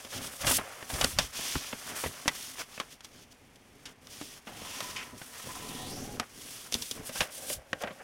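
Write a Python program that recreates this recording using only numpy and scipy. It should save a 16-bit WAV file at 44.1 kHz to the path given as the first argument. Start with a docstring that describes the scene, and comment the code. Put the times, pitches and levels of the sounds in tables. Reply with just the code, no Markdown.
"""A desk in a small quiet room, one close microphone: two hands fold a sheet of origami paper.
The sheet is flipped, slid and laid flat, a fingertip runs down and up the crease, then the sheet is
turned and lifted. Sliding paper hisses, bending paper rustles and snaps, pressure makes the desk
rumble, and the moving sheet fans the air."""
import sys
import numpy as np
from scipy import signal
from scipy.fft import rfft, irfft
from scipy.io import wavfile

SR = 44100
rng = np.random.default_rng(int(sys.argv[2]) if len(sys.argv) > 2 else 0)


def log_audio(samples):
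    """Write samples as a 16-bit WAV file to the path given in sys.argv[1]."""
    # one column per channel
    frames = np.atleast_2d(samples).T
    # limit to full scale, then quantise
    limited = np.clip(frames, -1, 1)
    pcm = np.round(limited * 32767).astype(np.int16)
    wavfile.write(sys.argv[1], SR, pcm)


N = 354123
TIME = np.arange(N) / SR

# sheet buckles, slaps down or is tapped: t/s, decay/ms, panel ring/Hz, panel/dB, crack/dB, knock/dB
SNAPS = [(0.049, 3.7, 3130, -44.5, -41.5, -44), (.447, 2.4, 640, -28.5, -36, -40),
         (0.468, 10.3, 2770, -27, -26.5, -45), (.51, 5.6, 930, -27.5, -48, -33),
         (.585, 6.5, 1050, -29.5, -57, -43), (0.827, 1.7, 1830, -34.5, -52, -42),
         (.9, 7.4, 753, -36, -43, -52), (.938, 11, 764, -37.5, -38, -53),
         (1.012, 4.6, 2950, -25.5, -23, -37), (1.041, 5.1, 1410, -27.5, -28, -32),
         (1.045, 1.6, 1420, -22, -16, -26), (1.187, 5.4, 3550, -20.5, -19.5, -29.5),
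         (1.391, 4.7, 480, -38.5, -50, -40), (1.555, 3.1, 1160, -26.5, -42, -28),
         (1.728, 3.5, 480, -29.5, -59, -34.5), (2.038, 7.5, 796, -30, -50, -35.5),
         (2.061, 6.8, 1850, -36, -54, -33), (2.257, 4.7, 510, -38, -62, -35),
         (2.279, 4.8, 2020, -20.5, -21.5, -31), (2.778, 3.1, 2540, -37, -58, -53),
         (2.8, 3.9, 1060, -27, -34, -45), (3.007, 3.2, 1560, -49.5, -47.5, -66),
         (3.047, 2.9, 3300, -48, -42.5, -68), (3.558, 5, 530, -61, -55, -60),
         (3.855, 13, 2930, -45.5, -43, -59), (4.071, 1.9, 3560, -48, -42, -63),
         (4.212, 5.8, 480, -40.5, -42, -36), (4.47, 13, 785, -42, -57, -48),
         (4.618, 2.6, 500, -42, -57, -40), (4.805, 3.3, 1060, -31, -32, -54),
         (4.961, 11, 2470, -40, -42.5, -67), (5.216, 5, 1490, -40.5, -53, -44),
         (5.471, 3, 500, -43, -55, -39.5), (6.198, 3.5, 1220, -25, -28.5, -30.5),
         (6.724, 2.8, 3520, -37, -27.5, -43), (6.733, 3.3, 3400, -52, -33, -46),
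         (6.742, 2.3, 3480, -34, -20, -45), (6.75, 5.4, 3550, -37, -32.5, -32.5),
         (6.822, 4.5, 3620, -43, -30.5, -52), (6.912, 4.3, 3230, -44, -28.5, -41.5),
         (7.093, 6.9, 603, -40, -44, -43), (7.157, 9.4, 1570, -38, -41, -49),
         (7.206, 7.4, 2730, -21.5, -28, -44), (7.502, 2.6, 580, -35, -52, -39),
         (7.731, 2.2, 1820, -22.5, -35.5, -37), (7.836, 4.2, 690, -29.5, -43, -32),
         (7.874, 3.5, 1850, -35.5, -68, -60), (7.907, 6, 1080, -43, -61, -44.5)]
# air hollow under the sheet: f/Hz, width/Hz, level/dB
HOLLOW_MODES = [(543, 70, 9), (782, 110, 2), (1575, 83, -3)]
# holds that let the hollow ring: t/s, length/s, level/dB re rustle, growth/dB
HOLLOW_HOLDS = [(0, 1.2, -7, -14), (7.09, 0.29, -3.5, 0), (7.37, 0.86, 3.5, -9)]


def from_db(db):
    return 10 ** (np.asarray(db) / 20)


def power_db(power):
    return 10 * np.log10(power + 1e-20)


def unit_rms(x):
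    return x / np.sqrt(np.mean(x ** 2) + 1e-20)


def per_sample(rows):
    """Columns of a (t/s, ...) table, interpolated to every sample."""
    times_s, *columns = np.transpose(rows)
    return [np.interp(TIME, times_s, column) for column in columns]


def add(track, start_s, sound):
    start = int(start_s * SR)
    track[start:start + len(sound)] += sound[:N - start]


def convolve(x, impulse):
    return signal.oaconvolve(x, impulse)[:len(x)]


def coloured(x, spectrum, size=4096):
    """Minimum-phase filter from (f/Hz, level/dB) points; falls 10 dB/octave beyond them."""
    hz, db = np.transpose(spectrum)
    grid_hz = np.maximum(np.arange(size // 2 + 1) * SR / size, 1)
    outside_oct = np.log2(np.maximum(hz[0] / grid_hz, 1) * np.maximum(grid_hz / hz[-1], 1))
    gain_db = np.interp(np.log(grid_hz), np.log(hz), db) - 10 * outside_oct
    cepstrum = irfft(np.log(from_db(gain_db)))
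    cepstrum[1:size // 2] *= 2
    cepstrum[size // 2 + 1:] = 0
    return convolve(x, irfft(np.exp(rfft(cepstrum))))


def resonator(hz, width_hz):
    """Two-pole band-pass coefficients, peak gain 1."""
    r = np.exp(-np.pi * width_hz / SR)
    return (1 - r * r) / 2 * np.array([1, 0, -1]), [1, -2 * r * np.cos(2 * np.pi * hz / SR), r * r]


def ringing(x, modes):
    """Parallel resonances, signs alternating."""
    return sum((-1) ** k * from_db(db) * signal.lfilter(*resonator(hz, width_hz), x)
               for k, (hz, width_hz, db) in enumerate(modes))


def gliding(x, hz, width_hz, block=256):
    """Resonance whose centre follows a curve; rms 1."""
    out, state = np.zeros(N), np.zeros(2)
    for i in range(0, N, block):
        out[i:i + block], state = signal.lfilter(*resonator(hz[i], width_hz), x[i:i + block], zi=state)
    return unit_rms(out)


def drift(rate_hz):
    """Random wander; rms 1."""
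    knots = rng.standard_normal(N // 20)
    return unit_rms(np.interp(TIME * rate_hz, np.arange(len(knots)), knots))


def grains(per_s, spread_db, hiss):
    """Fibres catch and let go: uneven clicks over smooth hiss; rms 1."""
    sizes = from_db(spread_db * np.minimum(rng.exponential(1, N), 4)) * rng.choice([-1, 1], N)
    clicks = unit_rms(sizes * (rng.random(N) < per_s / SR))
    return unit_rms(clicks + hiss * rng.standard_normal(N))


def move(start_s, length_s, db, growth_db, margin=9000):
    """Power of one hand move: sets in, is fastest midway, dies away; tilted by growth_db."""
    attack_s, release_s, arch_db = 0.012, 0.015, 4.5
    near = slice(max(int(start_s * SR) - margin, 0), int((start_s + length_s) * SR) + margin)
    t = TIME[near] - start_s
    from_middle = np.clip(t / length_s, 0, 1) - 0.5
    hold = from_db(db + growth_db * from_middle - arch_db * (2 * from_middle) ** 2)
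    edges = np.exp(-np.maximum(-t, 0) / attack_s - np.maximum(t - length_s, 0) / release_s)
    power = np.zeros(N)
    power[near] = (hold * edges) ** 2
    return power


def moves(rows):
    return sum(move(*row) for row in rows)


def ring_share(holds, loose_db=-23):
    """Ring gain of a part of the sheet: high while held, loose_db otherwise."""
    return np.sqrt(from_db(loose_db) ** 2 + moves(holds))


def room_tone(level_db=-63.5):
    """Faint, steady, dull noise."""
    # f/Hz, density/dB
    spectrum = [(25, 10), (86, 11.5), (183, 0), (260, 2), (340, -22), (700, 8), (1340, 0.5), (2170, 4),
                (3090, -1.5), (3930, -9), (5430, -12), (9810, -60), (15500, -32)]
    return from_db(level_db) * unit_rms(coloured(rng.standard_normal(N), spectrum))


def room(x, t60_s=0.3, tail_db=-24, onset_s=0.0051, treble_hz=6500):
    """Direct sound plus a short diffuse tail that has lost its treble."""
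    t = np.arange(16000) / SR
    tail = rng.standard_normal(len(t)) * from_db(-60 * t / t60_s) * (1 - np.exp(-t / onset_s))
    tail *= from_db(tail_db) / np.linalg.norm(tail)
    return x + convolve(x, signal.lfilter(*signal.butter(1, treble_hz, fs=SR), tail))


def air_puffs(band_hz=(30, 115)):
    """The swinging sheet fans slow waves of air at the microphone."""
    # t/s, half length/s, level/dB
    puffs = [(0.468, 0.026, -37.5), (.53, 0.049, -47), (0.946, .01, -33.5), (1.034, 0.032, -39),
             (1.196, 0.054, -40.5), (1.563, 0.0074, -31), (2.076, 0.016, -40.5), (7.213, 0.011, -39.5),
             (7.582, 0.02, -47.5)]
    out = np.zeros(N)
    air = signal.sosfilt(signal.butter(2, band_hz, "band", fs=SR, output="sos"), rng.standard_normal(N))
    for centre_s, half_s, db in puffs:
        swell = np.exp(-0.5 * np.minimum(((TIME - centre_s) / half_s) ** 2, 100))
        out += from_db(db) * air * swell * np.linalg.norm(swell) / np.linalg.norm(air * swell)
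    return out


def desk_rumble(level_db):
    """Fingers stick and slip on the paper and shake the desk under it."""
    # f/Hz, density/dB
    spectrum = [(20, -2.5), (55, -8.5), (105, -0.5), (200, -4), (260, 2), (320, -7), (400, -4),
                (600, -10.5), (1200, -32.5)]
    slips = grains(per_s=600, spread_db=3.5, hiss=0.93)
    return from_db(level_db) * unit_rms(coloured(slips, spectrum))


def bending_rustle(level_db):
    """Tiny buckles shake the sheet; resonances wander as it bends, stand out when creased or cupped."""
    # f/Hz, density/dB
    spectrum = [(200, -14.5), (400, -2.5), (600, 1), (760, 1.5), (900, -0.5), (1100, 3), (1800, 1.5),
                (2400, -2.5), (3200, -7.5), (4200, -46.5)]
    # folded flap and its far corner: f/Hz, width/Hz, level/dB
    flap_modes = [(1000, 48, -1), (1313, 24, -6.5), (1850, 44, -7.5)]
    corner_modes = [(731, 36, -3.5), (825, 16, -2.5), (1030, 57, -17)]
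    # holds that let them ring: t/s, length/s, level/dB re rustle, growth/dB
    flap_holds = [(4.48, 0.7, -0.5, 6), (5.33, 0.59, 3.5, 6)]
    corner_holds = [(4.48, 0.22, -3, -9), (5.55, 0.67, 2, 3)]
    buckles = grains(per_s=1200, spread_db=4.0, hiss=0.77)
    wandering = sum(gliding(buckles, hz * 2 ** (0.182 * drift(2.9)), width_hz=12)
                    for hz in (680, 1150, 1750))
    rustle = unit_rms(unit_rms(coloured(buckles, spectrum)) + 0.088 * unit_rms(wandering))
    power = 1
    parts = (flap_holds, flap_modes), (corner_holds, corner_modes), (HOLLOW_HOLDS, HOLLOW_MODES)
    for holds, modes in parts:
        share = ring_share(holds)
        rustle += share * unit_rms(ringing(rng.standard_normal(N), modes))
        power += share ** 2
    rustle /= np.sqrt(power)   # the rings take their energy from the rustle
    return rustle * from_db(level_db + 1.94 * drift(70))


def sliding_hiss(level_db, top_db):
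    """Paper slides over paper and desk; the grip flutters, light fast contact adds the top octave."""
    # friction and its top octave: f/Hz, density/dB
    body_spectrum = [(900, -17), (2200, -1), (3000, 3.5), (3450, 4.5), (3900, -1), (4700, 1.5), (5700, 4),
                     (6500, 1.5), (7500, -3), (10000, -6.5)]
    top_spectrum = [(4500, -8.5), (7500, -4), (9000, -0.5), (10300, -1), (12000, -6), (14000, -7),
                    (16000, -13.5)]
    catches = 0.19 * grains(per_s=80, spread_db=-2.5, hiss=0)   # an edge catches, in all bands at once
    slips = grains(per_s=4500, spread_db=-2.5, hiss=1.0) + catches
    fine_slips = grains(per_s=6000, spread_db=1.5, hiss=0.56) + catches
    body = unit_rms(coloured(slips, body_spectrum))
    top = from_db(top_db) * unit_rms(coloured(fine_slips, top_spectrum))
    return (body + top) * from_db(level_db + 1.24 * drift(110))


def quivers(decay_s=0.033, re_panel_db=-20, re_knock_db=-13):
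    """Each snap leaves the sheet quivering: power of the dying rustle and rumble."""
    bend, desk = np.zeros(N), np.zeros(N)
    dying = np.exp(-np.arange(SR) / SR / decay_s)
    for start_s, _, _, panel_db, _, knock_db in SNAPS:
        add(bend, start_s, (from_db(panel_db + re_panel_db) * dying) ** 2)
        add(desk, start_s, (from_db(knock_db + re_knock_db) * dying) ** 2)
    return bend, desk


def pause_gain(stop_s=0.0073):
    """Handling noise drops while the hands rest."""
    # t/s, length/s, drop/dB
    pauses = [(.582, 0.246, 0.5), (1.128, 0.045, 0.5), (1.272, 0.06, 5.5), (2.64, 0.046, 3),
              (2.969, 0.073, 8), (3.93, 0.086, 8), (4.396, 0.068, 8.5), (5.091, 0.077, 5.5),
              (5.235, 0.1, 1), (6.246, 0.07, 1.5), (7.544, 0.15, 5.5)]
    step = lambda at_s: 0.5 * np.tanh((TIME - at_s) / stop_s)
    return from_db(-sum(db * (step(at_s) - step(at_s + length_s)) for at_s, length_s, db in pauses))


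def handling():
    """Hand moves, light touch and quivers set the power of hiss, rustle and desk rumble."""
    # light touch between moves: t/s, level/dB
    touch = [(0.0, -49), (0.98, -49), (1.38, -44), (2.35, -47), (3.33, -66.5), (3.8, -62.5), (4.85, -47),
             (5.05, -50), (5.77, -57), (6.28, -54), (6.6, -53), (7.42, -53.5), (7.56, -58.5), (8.03, -58)]
    # sheet slides on paper, skin or desk: t/s, length/s, level/dB, growth/dB, top octave/dB re level
    slides = [(0.108, 0.071, -40, 7, -8.5), (0.216, 0.073, -42.5, -1, -2.5), (0.411, 0.021, -38.5, 0, -3.5),
              (0.317, 0.08, -55, 0, 7.5), (0.465, 0.094, -32, 0.5, 4), (0.567, .016, -36, -17, 6.5),
              (0.894, 0.23, -43, -0.5, 3), (1.191, 0.084, -40, -11, -12), (1.342, 0.21, -36.5, 4.5, -7.5),
              (1.565, 0.2, -45, -18, -17), (1.852, 0.048, -45, 7, -1.5), (1.964, 0.16, -44.5, -13, 2),
              (2.354, 0.23, -47.5, -12.5, -2), (2.588, 0.03, -37.5, -1, -11), (2.72, 0.096, -50.5, 3, -17),
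              (2.913, 0.03, -50.5, -1, -7), (3.046, 0.014, -46, -13, -15), (3.118, 0.13, -57.5, 0, -24),
              (3.313, 0.017, -57, 0, -15), (3.872, 0.056, -63, 4, -15), (4.106, .27, -49, -4, -5.5),
              (4.533, 0.38, -46.5, 12.5, -6.5), (4.952, 0.065, -58, -8, -9), (5.18, 0.14, -60, 2, 7),
              (5.33, 0.83, -48.5, -4.5, -1.5), (6.363, 0.31, -49.5, 1, -0.5), (6.72, 0.25, -47.5, -2, 1),
              (7.056, 0.038, -49.5, -2, 7.5), (7.133, .11, -42, 1, 1), (7.324, 0.19, -51, -11, 4.5),
              (7.454, 0.096, -42.5, 11, 4.5), (7.821, 0.01, -43.5, -11, -6)]
    # sheet is bent: t/s, length/s, level/dB, growth/dB
    bends = [(.13, 0.22, -49, -15), (.41, .115, -38.5, 4), (.585, 0.4, -49, -20), (.915, 0.14, -41, 15),
             (1.89, 0.22, -47, -3), (2.588, 0.019, -37, 3), (3.86, 0.046, -59, 16),
             (4.48, 0.65, -48.5, 6.5), (5.33, 0.91, -49.5, -2.5), (6.96, 0.21, -56, -15),
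             (7.155, 0.15, -47, -8), (7.38, 0.3, -51, 0), (7.822, 0.14, -46, -20), (8.0, 0.044, -49.5, -12)]
    # fingers press and rub on the desk: t/s, length/s, level/dB, growth/dB
    presses = [(.15, 0.23, -51.5, -22), (.445, 0.2, -46, -3), (.92, 0.11, -46, -5), (1.86, 0.085, -51, 12),
               (3.1, .17, -60.5, 0), (3.7, 0.3, -59.5, 15), (4.02, 0.78, -63, -18), (4.49, 0.68, -52.5, -4),
               (5.135, 0.042, -43.5, -15), (5.44, 0.742, -45, 10.5), (6.34, 0.59, -61, -18),
               (6.76, 0.069, -52, 6), (6.955, 0.092, -46.5, -4), (7.375, 0.24, -56.5, -8)]
    touch_hiss_db, touch_top_db, touch_bend_db = -3.5, -6.5, -6
    drag_bend_db, drag_desk_db = -14, -19   # a slide also bends the sheet and shakes the desk
    resting_hands_db = -61.5
    touch_db, = per_sample(touch)
    sliding, top = 0, from_db(touch_db + touch_top_db) ** 2
    for *slide, top_db in slides:
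        power = move(*slide)
        sliding += power
        top += power * from_db(top_db) ** 2
    bend_quiver, desk_quiver = quivers()
    friction = sliding + from_db(touch_db + touch_hiss_db) ** 2
    bend = moves(bends) + bend_quiver + sliding * from_db(drag_bend_db) ** 2
    bend += from_db(touch_db + touch_bend_db) ** 2
    desk = moves(presses) + desk_quiver + sliding * from_db(drag_desk_db) ** 2
    desk += from_db(resting_hands_db) ** 2
    hiss = sliding_hiss(power_db(friction), power_db(top / friction))
    return pause_gain() * (hiss + bending_rustle(power_db(bend)) + desk_rumble(power_db(desk)))


def creasing(width_hz=1700, overtone_ratio=1.74, overtone_db=-9.5):
    """The strip beside the fingertip rings lower as it runs down the fold, higher on the way back."""
    # fingertip strokes: t/s, strip ring/Hz, level/dB
    down = [(4.46, 3130, -62), (4.75, 2720, -49), (4.955, 2380, -73), (4.962, 2490, -37.5),
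            (5.03, 2350, -43.5), (5.08, 2200, -76)]
    up = [(5.28, 2300, -83), (5.4, 2500, -64), (5.65, 2870, -53), (5.86, 3500, -48), (5.92, 5100, -48),
          (6.04, 6100, -50), (6.18, 6200, -74)]
    strip_hz, level_db = per_sample(down + up)
    scrape = grains(per_s=3400, spread_db=2.0, hiss=0.85)
    strip = gliding(gliding(scrape, strip_hz, width_hz), strip_hz, width_hz)
    overtone_hz = overtone_ratio * strip_hz
    overtone = gliding(gliding(scrape, overtone_hz, 2 * width_hz), overtone_hz, 2 * width_hz)
    touching = (TIME > down[0][0]) & (TIME < up[-1][0])
    return from_db(level_db) * (strip + from_db(overtone_db) * overtone) * touching


def avalanche(t, decay_ms, first_slip):
    """One sharp slip sets off a dying shower of smaller ones; long showers swell first."""
    t_ms = t * 1000
    swell = 1 - np.exp(-t_ms / (0.0026 * decay_ms ** 2))
    shower = rng.standard_normal(len(t)) * swell * np.exp(-t_ms / decay_ms)
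    shower /= np.linalg.norm(shower)
    shower[0] = first_slip / decay_ms
    return shower


def desk_knock(t, spread_db=3.1, detune=0.13):
    """A blow rings the desk's modes, each time a little differently; rms 1."""
    # f/Hz, level/dB, t60/s
    modes = [(106, -11, 0.046), (174, 5.5, 0.011), (247.5, -1, 0.061), (440, -5.5, 0.027)]
    knock = np.zeros(len(t))
    for k, (hz, db, t60_s) in enumerate(modes):
        envelope = from_db(db + spread_db * rng.standard_normal() - 60 * t / t60_s)
        detuned_hz = hz * (1 + detune * rng.standard_normal())
        knock += (-1) ** k * envelope * np.sin(2 * np.pi * detuned_hz * t)
    return unit_rms(knock)


def snaps():
    """Each snap: a bright crack, the ring of the bent panel, a knock on the desk."""
    # f/Hz, density/dB
    crack_spectrum = [(1500, -26.5), (3000, 2), (3500, 6), (4000, 1), (5600, 4), (7500, -3.5), (10000, -5),
                      (13000, -9.5), (16000, -19)]
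    panel_spectrum = [(200, -0.5), (450, -4), (600, 2), (850, 2), (1200, 2), (2000, 1.5), (3200, -1),
                      (4000, -7), (6500, -30)]
    # bent panel: multiple of its ring, width/Hz, level/dB
    partials = [(1, 121, 33), (1.8, 216, -9)]
    out, t = np.zeros(N), np.arange(6000) / SR
    for start_s, decay_ms, ring_hz, panel_db, crack_db, knock_db in SNAPS:
        crack = coloured(avalanche(t, 1.26 * decay_ms, first_slip=2.7), crack_spectrum)
        # a broad, soft buckle cracks duller than a tight one
        edge_hz = np.clip(11000 * from_db(0.12 * (crack_db - panel_db)), 4000, 18000)
        crack = unit_rms(signal.lfilter(*signal.butter(2, edge_hz, fs=SR), crack))
        buckle = coloured(avalanche(t, 1.7 * decay_ms, first_slip=3.1), panel_spectrum)
        modes = [(ratio * ring_hz, width_hz, db) for ratio, width_hz, db in partials]
        panel = unit_rms(unit_rms(buckle) + 0.5 * unit_rms(ringing(buckle, modes)))
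        snap = from_db(crack_db) * crack + from_db(panel_db) * panel + from_db(knock_db) * desk_knock(t)
        add(out, start_s, snap * np.sqrt(decay_ms / 1000 / t[-1]))   # levels: energy per decay time
    return out


def cupped(x, ring_db=-5):
    """Air under the lifted sheet rings along with the snaps."""
    return x + from_db(ring_db) * ring_share(HOLLOW_HOLDS) * ringing(x, HOLLOW_MODES)


def scene():
    """One microphone feeds both channels."""
    paper = handling() + creasing() + cupped(snaps())
    background = room_tone()
    return np.tile(room(paper) + air_puffs() + background, (2, 1))


def record(dry, cutoff_hz=15900):
    """Steep low-pass."""
    return signal.sosfilt(signal.ellip(12, 0.1, 80, cutoff_hz, fs=SR, output="sos"), dry)


dry = scene()
out = record(dry)
log_audio(out)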